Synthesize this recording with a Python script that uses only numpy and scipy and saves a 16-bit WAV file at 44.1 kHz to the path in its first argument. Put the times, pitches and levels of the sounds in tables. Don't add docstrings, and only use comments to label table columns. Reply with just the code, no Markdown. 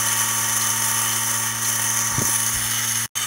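import sys
import numpy as np
from scipy import signal
from scipy.fft import rfft, irfft
from scipy.io import wavfile
from scipy.ndimage import uniform_filter1d

SR = 44100
rng = np.random.default_rng(int(sys.argv[2]) if len(sys.argv) > 2 else 0)


def field_ratio(decibels):
    return 10 ** (np.asarray(decibels, dtype=float) / 20)


def dump_mix(stems):
    frames = np.atleast_2d(stems).T
    limited = np.clip(frames, -1, 1)
    pcm = np.round(limited * 32767).astype(np.int16)
    wavfile.write(sys.argv[1], SR, pcm)


N = 143766

BARN_DB, BARN_T60_S, PATCH_DB = -11, 0.2, 0.7

# (time [s], peak level [dB], frequency [Hz])
TICKS = [
    (.084, -29, 4250),
    (.6122, -25.5, 4170),
    (1.1208, -29, 4350),
    (1.6477, -27, 4230),
    (2.156, -34, 4350),
    (2.661, -37, 4100),
]
# (frequency ratio [1], level [dB])
TICK_CLUSTER = [(.95, -6), (.985, -3), (1.02, -3), (1.065, -6)]
# (frequency [Hz], level [dB])
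TICK_BODY = [(3440, -5.5), (1130, -3)]
TICK_T60_S = 0.05

# (time [s], level [dB], frequency [Hz], decay time T60 [s])
BUMPS = [(2.108, -28, 170, .04), (2.118, -31, 69.6, .1), (2.142, -24, 65, .1), (2.181, -12, 130.2, 0.075),
         (2.186, -19, 85, .06), (2.197, -22, 292, 0.043), (2.1822, -16, 243, 0.037),
         (2.2143, -15, 344, 0.025), (2.2159, -20, 560, .02), (2.2185, -11.5, 214, 0.037),
         (2.224, -20, 120, .04), (2.249, -24, 254, 0.031), (2.286, -25.5, 340, 0.04),
         (2.29, -29, 540, 0.022), (2.24, -31, 50, .12), (2.536, -26, 76.4, 0.092), (2.556, -23.5, 55, 0.13),
         (2.615, -34, 60, .12), (2.65, -30, 60, .1)]
SCUFF_DB, SCUFF_HZ = -23, 500

VANES_DB = [-2.5, -4.5, -9, -2.5]
# (time [s], peak level [dB])
SLAPS = [(0.179, -13), (0.216, -10), (0.4953, -14), (0.5746, -13.5), (0.6706, -9.5), (0.7014, -9),
         (0.821, -10), (0.842, -9), (0.8821, -11), (0.9129, -9), (1.0174, -11), (1.094, -12.5),
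         (1.1312, -11.5), (1.1617, -10), (1.3135, -11), (1.3412, -11), (1.5826, -13), (1.6998, -12),
         (1.7277, -10.5), (1.757, -11), (1.7959, -10), (1.8406, -7.5), (1.9015, -12), (1.9717, -9),
         (1.9899, -8.5), (2.0158, -13.5), (2.072, -12), (2.1211, -11), (2.191, -10), (2.2188, -11.5),
         (2.2518, -10.5), (2.2962, -11.5), (2.3316, -10.5), (2.3594, -11), (2.402, -11), (2.4284, -14),
         (2.4633, -9.5), (2.569, -13), (2.7437, -14), (2.9564, -12)]
SHAFT_HZ = 28.47
KNOCK_DB, KNOCK_SPREAD_DB, KNOCK_JITTER_S, KNOCK_TOP_HZ = -11, 2, 0.00004, 3600
PUFF_DEPTH, PUFF_SHARE = 0.14, 0.49
FLICKER_DB, RATTLE_DB, RATTLE_PER_S = 1.5, -9, 500
SLAP_DB, SLAP_S = 16, 0.0046

# (shaft order [1], rms level [dB])
HUM = [(2.08, -60.5), (4, -37.5), (8, -43.5), (11, -56)]
# (shaft order [1], rms level [dB])
WHINE = [(28, -57.5), (30, -58), (31.4, -45.5), (32, -41.5), (33, -44), (35, -53.5), (37, -53.5), (40, -39),
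         (41, -62), (42, -45), (44, -47), (47, -49.5), (48, -62), (49, -47.5), (51, -50.5), (52, -60),
         (55, -54), (57, -50), (61, -47.5), (63, -46), (65, -48), (67, -42), (74, -49), (92, -62.5),
         (96, -53.5), (100, -50), (105, -48), (106, -47.5), (113, -63)]
# (shaft order [1], rms level [dB])
DRONE = [(13, -52.5), (16, -64.5), (20, -51), (24, -60.5), (26, -59.5)]
HUM_WAVER, WHINE_WAVER = 0.05, 0.17
WHINE_TURNED_DB, WHINE_FAR_DB, HUM_FAR_DB = -9.5, -7, -7

# (frequency [Hz], width [Hz], level [dB])
CASING = [(359, 38, -13.5), (565, 87, -15), (905, 70, -3.5), (1150, 110, -4.5), (1380, 130, -10),
          (1793, 190, -3), (1893, 72, -0.5), (2210, 250, -7), (2690, 170, -12), (3018, 125, -1),
          (3210, 140, -6.5), (3527, 170, -6.5), (4500, 200, -14)]
# (frequency [Hz], width [Hz], level [dB])
SILENCER = [(5336, 140, -5), (5913, 125, 3), (6250, 400, 1.5), (6690, 290, -4), (7350, 340, -6),
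            (8480, 140, -7), (9325, 155, 0), (9614, 200, 0), (10007, 180, 2), (10900, 190, -5.5),
            (11700, 320, -10), (13140, 250, -10), (14430, 310, -6.5), (15650, 200, -8)]
# (frequency [Hz], width [Hz], level [dB])
TURNED = [(330, 230, -21.5), (880, 47, -9.5), (1300, 120, -8.5), (1890, 540, -5.5), (2990, 200, -3),
          (3460, 410, -9.5), (4480, 440, -14.5), (5350, 150, -5), (6100, 410, -2), (6480, 220, 0.5),
          (7300, 170, -8), (8860, 220, -14), (9680, 870, -3.5), (10800, 480, -5.5), (13900, 700, -18)]
# (frequency [Hz], width [Hz], level [dB])
FAR = [(350, 200, -22), (1230, 130, -5.5), (1880, 730, -6), (3033, 130, 0.5), (3580, 250, -6),
       (4540, 200, -8.5), (5550, 150, -9), (6100, 480, -3.5), (6470, 150, 4.5), (7640, 250, -5.5),
       (8350, 250, -7.5), (9460, 240, -1), (10600, 300, -11.5), (11500, 300, -15), (14100, 300, -17)]
CASING_DB, SILENCER_DB, TURNED_DB, FAR_DB = -17, -14, -15, -12.5
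SKIRT = 3.63

# (frequency [Hz], level [dB])
RUSH = [(40, -12), (65, -10.5), (450, -12), (1500, -1.5), (4000, -10.5), (5000, -7.5), (7500, -3.5),
        (15800, -5.5)]
RUSH_DB, RUSH_TURNED_DB, RUSH_FAR_DB = -22.5, -4, -0.5
RUSH_TURNED_TILT_DB = 4

# (time [s], loudness [dB], treble screening [dB])
PATH = [(0.0, -20.5, -4.5), (0.02, -22, -9.5), (1.43, -22.5, -7.5), (1.55, -25, -12), (1.66, -24, -7),
        (1.97, -23, -9.5), (2.11, -23, -13), (2.21, -23.5, -13), (2.22, -24, -6.5), (2.43, -23.5, -6),
        (2.6, -21.5, -10.5), (2.79, -21, -10), (3.05, -21.5, -11)]
PATH_REF_DB, SCREEN_REF_DB, SCREEN_HZ = -23.5, -8, 7650
TURN_S, TURN_SPAN_S = 2.5, 0.4

# (middle time [s], length [s], frequency [Hz], width [Hz], level [dB])
GLINTS = [(0.64, 0.1, 1197, 50, 7), (0.96, .15, 1197, 50, 5), (1.88, 0.23, 1850, 400, 2),
          (1.98, 0.27, 6360, 1000, 3), (2.15, .3, 3070, 700, -4.5), (2.18, 0.24, 900, 320, 2.5),
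          (2.355, 0.12, 9650, 1300, 3), (2.4, .25, 4300, 1300, 2), (2.6, .12, 6200, 1300, -1.5),
          (2.5, .14, 6700, 500, 4), (2.9, 0.11, 6550, 600, 3.5), (2.8, .1, 9650, 1300, -4),
          (2.75, .15, 8200, 800, -3), (2.97, .18, 10900, 1300, 3), (1.45, 0.21, 1000, 180, -1.5),
          (1.09, .2, 3050, 570, 2.5), (2.245, 0.065, 6600, 1100, 3.5), (2.61, 0.14, 9700, 1200, 2),
          (2.9, .14, 6300, 1200, 2.5), (1.55, .14, 7500, 1000, -2.5), (1.57, 0.22, 10000, 600, -2.5),
          (1.9, .16, 4200, 1200, -2), (1.0, .3, 6200, 1100, -1), (2.9, .2, 6400, 800, -2),
          (1.83, .2, 1200, 250, -2), (2.1, 0.18, 8300, 900, -1.5)]

# (time [s], level [dB], decay [dB/s], end time [s])
LEAKS = [
    (3.0603, -22, 500, 3.0715),
    (3.0715, -46, 300, 3.079),
    (3.0768, -17, 9000, 3.081),
    (3.079, -58, 100, 3.0945),
    (3.0905, -36, 9000, 3.0945),
    (3.1525, -26, 9000, 3.1546),
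]
CUT_S, BACK_S = 3.0603, 3.1546
EDGE_HZ, CEILING = 15750, 0.6


def evened(x):
    return x / np.sqrt(np.mean(x ** 2) + 1e-20)


def add(mix, s, sound):
    part = mix[round(s * SR):][:len(sound)]
    part += sound[:len(part)]


def drift(hz):
    points = rng.standard_normal(round(N / SR * hz) + 4)
    return np.interp(np.arange(N) / SR * hz, np.arange(len(points)), points)


def coloured(x, gain):
    return irfft(rfft(x) * gain(np.fft.rfftfreq(N, 1 / SR)), N)


def barn(x):
    t = np.arange(round(0.3 * SR)) / SR
    tail = rng.standard_normal(len(t)) * field_ratio(-60 * t / BARN_T60_S) * (t > 0.004)
    tail = tail / np.linalg.norm(tail)
    wet = x + field_ratio(BARN_DB) * signal.oaconvolve(x, tail)[:N]
    z = signal.stft(wet, nperseg=512)[2]
    patches = rng.standard_normal(z.shape[::-1])
    patches = uniform_filter1d(patches, size=8, axis=0)
    patches = evened(uniform_filter1d(patches, size=5, axis=1))
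    return evened(signal.istft(z * field_ratio(PATCH_DB * patches.T), nperseg=512)[1][:N])


def ring(db, hz, t60):
    t = np.arange(0, t60, 1 / SR)
    start = np.minimum(t * hz * 2, 1)
    return field_ratio(db - 60 * t / t60) * start * np.sin(2 * np.pi * hz * t)


def pulsator():
    out = np.zeros(N)
    scatter = rng.uniform(-1, 1, (len(TICKS), 4))
    for (s, db, hz), z in zip(TICKS, scatter):
        for k, (ratio, mode_db) in enumerate(TICK_CLUSTER):
            mode_hz = hz * ratio * (1 + 0.006 * z[k])
            add(out, s + 0.001 * (1 + z[k]), ring(db + mode_db, mode_hz, TICK_T60_S))
        for mode_hz, mode_db in TICK_BODY:
            add(out, s, ring(db + mode_db, mode_hz, TICK_T60_S))
    return out


def handling():
    knocks, scuff = np.zeros(N), np.zeros(N)
    for s, db, hz, t60 in BUMPS:
        t = np.arange(0, t60, 1 / SR)
        add(knocks, s, -ring(db, hz, t60))
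        add(scuff, s, field_ratio(db + SCUFF_DB - 60 * t / t60))
    noise = rng.standard_normal(N)
    grit = evened(coloured(noise, lambda f: (f / SCUFF_HZ) / (1 + (f / SCUFF_HZ) ** 3)))
    return knocks + scuff * grit


def drive():
    vane_hz = 4 * SHAFT_HZ
    count = int(N / SR * SHAFT_HZ * 4) - 1
    z = rng.standard_normal((count, 2))
    at = (np.arange(count) + 0.5) / vane_hz + KNOCK_JITTER_S * z[:, 0]
    knocks = np.zeros(N)
    knocks[np.round(at * SR).astype(int)] = field_ratio(np.resize(VANES_DB, count) + KNOCK_SPREAD_DB * z[:, 1])

    phase = np.arange(400) / SR * vane_hz
    puff = signal.oaconvolve(knocks, np.exp(-phase / PUFF_SHARE))[:N]
    pulsation = 1 + PUFF_DEPTH * (puff / puff.mean() - 1)
    hiss = rng.standard_normal(N) * pulsation * field_ratio(FLICKER_DB * drift(90))
    t = np.arange(0, 4 * SLAP_S, 1 / SR)
    for s, db in SLAPS:
        add(hiss, s, field_ratio(db + SLAP_DB) * np.exp(-t / SLAP_S) * rng.standard_normal(len(t)))

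    rattle = (rng.random(N) < RATTLE_PER_S / SR) * rng.standard_normal(N)
    dull = coloured(evened(knocks), lambda f: 1 / (1 + 1j * f / KNOCK_TOP_HZ) ** 2)
    return evened(evened(hiss) + field_ratio(RATTLE_DB) * evened(rattle) + field_ratio(KNOCK_DB) * dull)


def tones(lines, waver):
    t, out = np.arange(N) / SR, np.zeros(N)
    for order, db in lines:
        turn = 2 * np.pi * (order * SHAFT_HZ * t + rng.random())
        in_phase = (1 + waver * drift(8)) * np.cos(turn)
        quadrature = waver * drift(8) * np.sin(turn)
        out += np.sqrt(2 / (1 + 2 * waver ** 2)) * field_ratio(db) * (in_phase + quadrature)
    return out


def body(parts, rush_db, tilt_db=0):
    def gain(f):
        hz, db = np.transpose(RUSH)
        rush = np.interp(np.log(f + 1), np.log(hz), db, left=-45)
        power = field_ratio(rush + rush_db + tilt_db * f / 1e4) ** 2
        for modes, level_db in parts:
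            for mode_hz, width, mode_db in modes:
                power = power + field_ratio(level_db + mode_db) ** 2 / (1 + abs(2 * (f - mode_hz) / width) ** SKIRT)
        cepstrum = irfft(np.log(power) / 2, N)
        cepstrum[1:N // 2] *= 2
        cepstrum[N // 2 + 1:] = 0
        return np.exp(rfft(cepstrum))
    return gain


def glints(x):
    t, out = np.arange(N) / SR, x
    for s, length, hz, width, db in GLINTS:
        band = coloured(x, lambda f: 1 / (1 + (2 * (f - hz) / width) ** 4))
        moment = 1 / (1 + (2 * (t - s) / length) ** 4)
        out = out + band * (field_ratio(db * moment) - 1)
    return out


def pump():
    t, x = np.arange(N) / SR, barn(drive())
    far = t > BACK_S - 0.03
    turn = np.clip((t - TURN_S) / TURN_SPAN_S + 0.5, 0, 1)
    facing = coloured(x, body([(CASING, CASING_DB), (SILENCER, SILENCER_DB)], RUSH_DB))
    turned = coloured(x, body([(TURNED, TURNED_DB)], RUSH_DB + RUSH_TURNED_DB, RUSH_TURNED_TILT_DB))
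    whine = tones(WHINE, WHINE_WAVER) + tones(DRONE, HUM_WAVER)
    near = (1 - turn) * facing + turn * turned + whine * field_ratio(WHINE_TURNED_DB * turn)

    s, level_db, screen_db = np.transpose(PATH)
    treble = coloured(near, lambda f: 1 / (1 + (SCREEN_HZ / (f + 1)) ** 4))
    near = near + treble * (field_ratio(np.interp(t, s, screen_db) - SCREEN_REF_DB) - 1)
    near = near * field_ratio(np.interp(t, s, level_db) - PATH_REF_DB)

    away = coloured(x, body([(FAR, FAR_DB)], RUSH_DB + RUSH_FAR_DB))
    away = away + field_ratio(WHINE_FAR_DB) * whine
    hum = tones(HUM, HUM_WAVER) * field_ratio(HUM_FAR_DB * far)
    return np.where(far, away, glints(near)) + hum


def scene():
    return np.tile(pulsator() + handling() + pump(), (2, 1))


def top_cut(x):
    return signal.sosfilt(signal.butter(12, 16920, fs=SR, output="sos"), x)


def record(dry):
    t = np.arange(N) / SR
    gate = 1.0 * ((t < CUT_S) | (t > BACK_S))
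    for s, db, fall, end in LEAKS:
        onset = np.clip((t - s) / 0.0008, 0, 1)
        gate = gate + (t > s) * (t < end) * onset * field_ratio(db - fall * abs(t - s))
    limited = CEILING * np.tanh(dry / CEILING)
    taps = signal.firwin(1601, EDGE_HZ, window=("kaiser", 10), fs=SR)[None]
    mix = uniform_filter1d(gate, size=31) * signal.oaconvolve(limited, taps, "same")
    return top_cut(mix)


dry = scene()
out = record(dry)
dump_mix(out)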